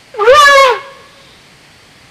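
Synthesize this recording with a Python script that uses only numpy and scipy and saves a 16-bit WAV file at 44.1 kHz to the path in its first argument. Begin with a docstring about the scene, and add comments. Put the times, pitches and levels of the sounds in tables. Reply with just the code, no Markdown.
"""Elephant trumpet in a forest clearing

One blast through a buzzing trunk: a horn-like tone swoops up with a growl, turns brassy, sags and
ends in a rasp, with rushing air and a fine sizzle on top. The trees throw it back over a quiet
outdoor hush and a faint high chirr. The call overloads a mono microphone."""
import sys
import numpy as np
from scipy import signal
from scipy.fft import rfft, irfft
from scipy.io import wavfile

SR = 44100
rng = np.random.default_rng(int(sys.argv[2]) if len(sys.argv) > 2 else 0)


def int16_out(signal):
    """Quantize to a 16-bit WAV file."""
    q = np.round(np.clip(np.atleast_2d(signal).T, -1, 1) * 32767)
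    wavfile.write(sys.argv[1], SR, q.astype(np.int16))


N = 92610
T = np.arange(N) / SR

# The call's stages: the growl clears, the tone holds clean, then it breaks into a rasp.
CLEAN_FROM_S, CLEAN_TO_S, BREAK_S = 0.35, 0.632, 0.022
STAGES_S = [CLEAN_FROM_S - BREAK_S, CLEAN_FROM_S, CLEAN_TO_S, CLEAN_TO_S + BREAK_S]


def from_db(db):
    """Decibels to gain."""
    return 10 ** (np.asarray(db) / 20)


def rms_one(x):
    """Scale to unit rms."""
    return x / np.sqrt(np.mean(x ** 2) + 1e-20)


def in_time(rows):
    """Turn breakpoints into curves, one for each column after the time."""
    time_s, *columns = np.transpose(rows)
    return [np.interp(T, time_s, column) for column in columns]


def at_hz(eq, hz):
    """Read an EQ curve in dB on a log-frequency axis."""
    freq_hz, gain_db = np.transpose(eq)
    return np.interp(np.log(np.maximum(hz, 1)), np.log(freq_hz), gain_db)


def coloured(x, eq):
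    """Filter a signal through an EQ curve."""
    bins_hz = np.arange(N + 1) * SR / (2 * N)
    return irfft(rfft(x, 2 * N) * from_db(at_hz(eq, bins_hz)))[..., :N]


def drift(rate_hz):
    """Smooth random wobble at unit rms."""
    pole = np.exp(-2 * np.pi * rate_hz / SR)
    return rms_one(signal.lfilter([1], [1, -2 * pole, pole * pole], rng.standard_normal(2 * N))[N:])


def by_stage(onset, clean, rasp):
    """Glide a setting through the three stages of the call."""
    return np.interp(T, STAGES_S, [onset, clean, clean, rasp])


def hush():
    """A steady bed of distant leaves and surroundings."""
    # Colour of the bed: freq_hz, gain_db
    hush_eq = [(25,-13),(50,-4.5),(90,-2),(140,1.5),(230,-4.5),(420,-7),(1500,-10.5),(2150,-6),(2750,-10),(3150,-9.5),(3800,-14),(4400,-9.5),(5300,-15),(7000,-17),(8900,-13.5),(10000,-20.5),(14000,-28)]
    return from_db(-42) * rms_one(coloured(rng.standard_normal(N), hush_eq))


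def chirr(centre_hz=3665, band_hz=433, peak_s=1.26, width_s=0.21):
    """A narrow band of high noise swells and fades among the trees, perhaps an insect."""
    radius = np.exp(-np.pi * band_hz / SR)
    resonator = [1, -2 * radius * np.cos(2 * np.pi * centre_hz / SR), radius * radius]
    band = signal.lfilter([1, 0, -1], resonator, rng.standard_normal(N))
    swell = np.exp(-((T - peak_s) / width_s) ** 2)
    return from_db(-47.5) * rms_one(band) * swell


def clearing(call):
    """Near and far trees scatter the call into a reverb tail and return three distinct echoes."""
    # Colour of the reverb: freq_hz, gain_db
    forest_eq = [(200,-1),(500,3.5),(1100,8.5),(1700,4.5),(2200,6.5),(3800,13),(6000,6),(14000,-8)]
    # Echoes off the trees: delay_s, bass_db, middle_db, treble_db
    echoes = [(.18,-38,-32.5,-28.5),(.29,-33.5,-43,-41.5),(.62,-45,-47,-58)]
    echo_bands_hz = (567, 1020, 1700)
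    fade_in = np.clip(T / 0.012, 0, 1)
    response = np.zeros(N)
    for level_db, decay_s in ((-21, 0.36), (-33.5, 1.5)):  # near trees, far trees
        tail = rng.standard_normal(N) * 0.00035 ** (T / decay_s) * fade_in  # 69 dB down at decay_s
        response += from_db(level_db) * rms_one(tail) / np.sqrt(N)
    wet = coloured(signal.fftconvolve(call, response)[:N], forest_eq)
    for delay_s, *bands_db in echoes:
        delayed = np.interp(T - delay_s, T, call, left=0)
        wet += coloured(delayed, list(zip(echo_bands_hz, bands_db)))
    return wet


def rushing_air(phase):
    """Breath rushes through the trunk, pulsing lightly with each cycle of the buzz."""
    # Colour of the breath: freq_hz, gain_db
    air_eq = [(200,-38),(450,-35),(700,-6.5),(1000,5),(1600,4.5),(3000,1),(4500,-7),(7000,-24.5),(14000,-26)]
    pulsing = 1 + 0.1 * np.cos(phase)
    return rms_one(coloured(rng.standard_normal(N) * pulsing, air_eq))


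def sizzle(brass_db):
    """Fine bright noise rides on the level of the brassy partials."""
    sizzle_eq = [(3000, -30), (6200, 4.5), (9500, -1.5), (14000, -11)]  # freq_hz, gain_db
    level_db = -29 + 1.05 * (brass_db + 20.5)
    return rms_one(coloured(rng.standard_normal(N), sizzle_eq)) * from_db(level_db)


def brass_colour(hz, peaks_db=(9, 10), width_hz=320):
    """Relative dB of an upper partial under two bright resonances that shift as the trunk swings."""
    # Overall colour of the brass: freq_hz, gain_db
    brass_eq = [(2000,25),(3000,7),(5000,-6),(7000,-6.5),(9000,-34),(14000,-30)]
    # Paths of the resonances: time_s, lower_hz, upper_hz
    resonances = [(.36,2990,5460),(.4,3540,6040),(0.459,4200,7443),(0.504,3325,5698),(0.542,3820,5700),(0.584,2782,6550),(0.624,3420,4520)]
    boost_db = sum(peak_db * np.exp(-((hz - centre_hz) / width_hz) ** 2)
                   for peak_db, centre_hz in zip(peaks_db, in_time(resonances)))
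    return at_hz(brass_eq, hz) + boost_db


def trunk_buzz(pitch_hz, phase, brass_db):
    """Twenty harmonics: growling on the way up, clean and brassy on top, rasping as pressure drops."""
    # Envelopes of the four lowest harmonics: time_s, first_db, second_db, third_db, fourth_db
    body_levels = [(.15,-28,-62,-43,-55),(.178,-27,-42,-49,-74),(.2,-17,-15.5,-31,-26),(.222,-16.5,-35,-16.5,-57),(.245,-16.5,-19,-28.5,-26),(.26,-23.5,-20,-24.5,-28.5),(.276,-3.5,-18.5,-12.5,-42),(.305,4.5,-13,-36,-41),(.33,-5,-12.5,-23,-38.5),(.352,-12.5,-5.5,-13.5,-19.5),(.374,-18.5,-9,-14.5,-15.5),(.395,-18.5,0,-14,-26),(.432,-13,-3,-9.5,-17),(.46,-23.5,-5,-4.5,-15.5),(.477,-10.5,-9,-2.5,-5.5),(.51,-9.5,-9,-10,-35.5),(.555,-8,-11.5,-10.5,-16),(.586,-7,-2.5,-3.5,-6.5),(.626,-8.5,-9.5,-10,-13.5),(.648,-11,-11,-26,-23.5),(.7,-10,-11,-19.5,-29),(.722,-10.5,-22,-25,-46),(.735,-21.5,-21,-42,-24.5),(.78,-36,-49,-40,-41)]
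    body = [from_db(db) for db in in_time(body_levels)]
    brass = np.array([from_db(brass_colour(k * pitch_hz)) for k in range(5, 21)])
    brass = brass / np.sqrt(np.sum(brass ** 2, axis=0)) * from_db(brass_db)
    growl_db = by_stage(onset=2, clean=0, rasp=0) * drift(rate_hz=107)
    roughness_rad = by_stage(onset=0.41, clean=0.04, rasp=0.42)
    tone = np.zeros(N)
    for k, gain in enumerate([*body, *brass], start=1):
        shimmer_db = 2.13 * drift(rate_hz=23.2)
        tremble = from_db(shimmer_db + growl_db * (k > 1))  # only the overtones growl
        stray_phase = (k - 1) * roughness_rad * drift(rate_hz=50.4)
        tone += gain * tremble * np.sin(k * phase + stray_phase)
    return np.sqrt(2) * tone


def period_doubling(phase, peak_s=0.499, width_s=0.017):
    """Half-pitch partials creep in for a moment at mid call."""
    # Partials at 1/2, 3/2 and 5/2 of the pitch: level_db
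    halves_db = [-29, -32, -20]
    halves = sum(from_db(db) * np.sin((k + 0.5) * phase) for k, db in enumerate(halves_db))
    swell = np.exp(-((T - peak_s) / width_s) ** 2)
    return np.sqrt(2) * swell * halves


def trumpet(start_s=0.14, end_s=0.804, attack_s=0.0045, release_s=0.025, buzz_db=1):
    """The elephant blows through its trunk: buzz, breath and sizzle in one swooping blast."""
    # Swoop and sag of the trunk's note: time_s, pitch_hz
    melody = [(.145,537.3),(.178,426.3),(.2,420.6),(.222,393.1),(.25,434.8),(.274,469),(.318,525.6),(.335,576.5),(.36,604),(.388,593.8),(.442,568.8),(.48,565.4),(.52,565.9),(.564,546),(.605,546.8),(.635,544.1),(.66,515),(.702,486.2),(.735,421.6),(.78,369)]
    # Envelopes of the upper partials and the breath: time_s, brass_db, air_db
    blare = [(.145,-55,-40),(.185,-47.5,-46),(.2,-37.5,-28.5),(.23,-41.5,-31.5),(.255,-31,-32),(.3,-20,-28.5),(.33,-30,-26.5),(.36,-20.5,-17.5),(.41,-9,-21.5),(.47,-17.5,-26.5),(.53,-18,-34),(.58,-19.5,-34),(.625,-18,-36),(.648,-18,-19.5),(.7,-29.5,-20.5),(.735,-36.5,-26.5),(.78,-59,-36.5)]
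    pitch_hz, = in_time(melody)
    brass_db, air_db = in_time(blare)
    jitter = by_stage(onset=0.01, clean=0.00026, rasp=0.011) * drift(rate_hz=136)
    phase = 2 * np.pi * np.cumsum(pitch_hz * (1 + jitter)) / SR
    phase += 0.014 * drift(rate_hz=720)  # uneven cycles blur the highest partials
    buzz = from_db(buzz_db) * trunk_buzz(pitch_hz, phase, brass_db)
    air = from_db(air_db) * rushing_air(phase)
    gate = np.clip((T - start_s) / attack_s, 0, 1) * np.clip((end_s - T) / release_s, 0, 1)
    return gate * (buzz + period_doubling(phase) + air + sizzle(brass_db))


def scene():
    """The call, its echoes and the outdoor bed, alike in both channels."""
    call = trumpet()
    return np.tile(call + clearing(call) + hush() + chirr(), (2, 1))


def record(dry):
    """The microphone overloads a little lopsidedly; the treble is dulled and the top is cut."""
    # High shelf after the overload: freq_hz, gain_db
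    treble_eq = [(5000,0.5),(8500,-6),(14000,-5)]
    clip_level, bias, hardness, cutoff_hz = 0.86, 0.03, 4.5, 14200
    ceiling = clip_level - bias * np.sign(dry)
    clipped = dry / (1 + np.abs(dry / ceiling) ** hardness) ** (1 / hardness)
    dulled = coloured(clipped, treble_eq)
    lowpass = signal.ellip(10, 0.05, 60, cutoff_hz, fs=SR, output="sos")
    return signal.sosfiltfilt(lowpass, dulled)


dry = scene()
out = record(dry)
int16_out(out)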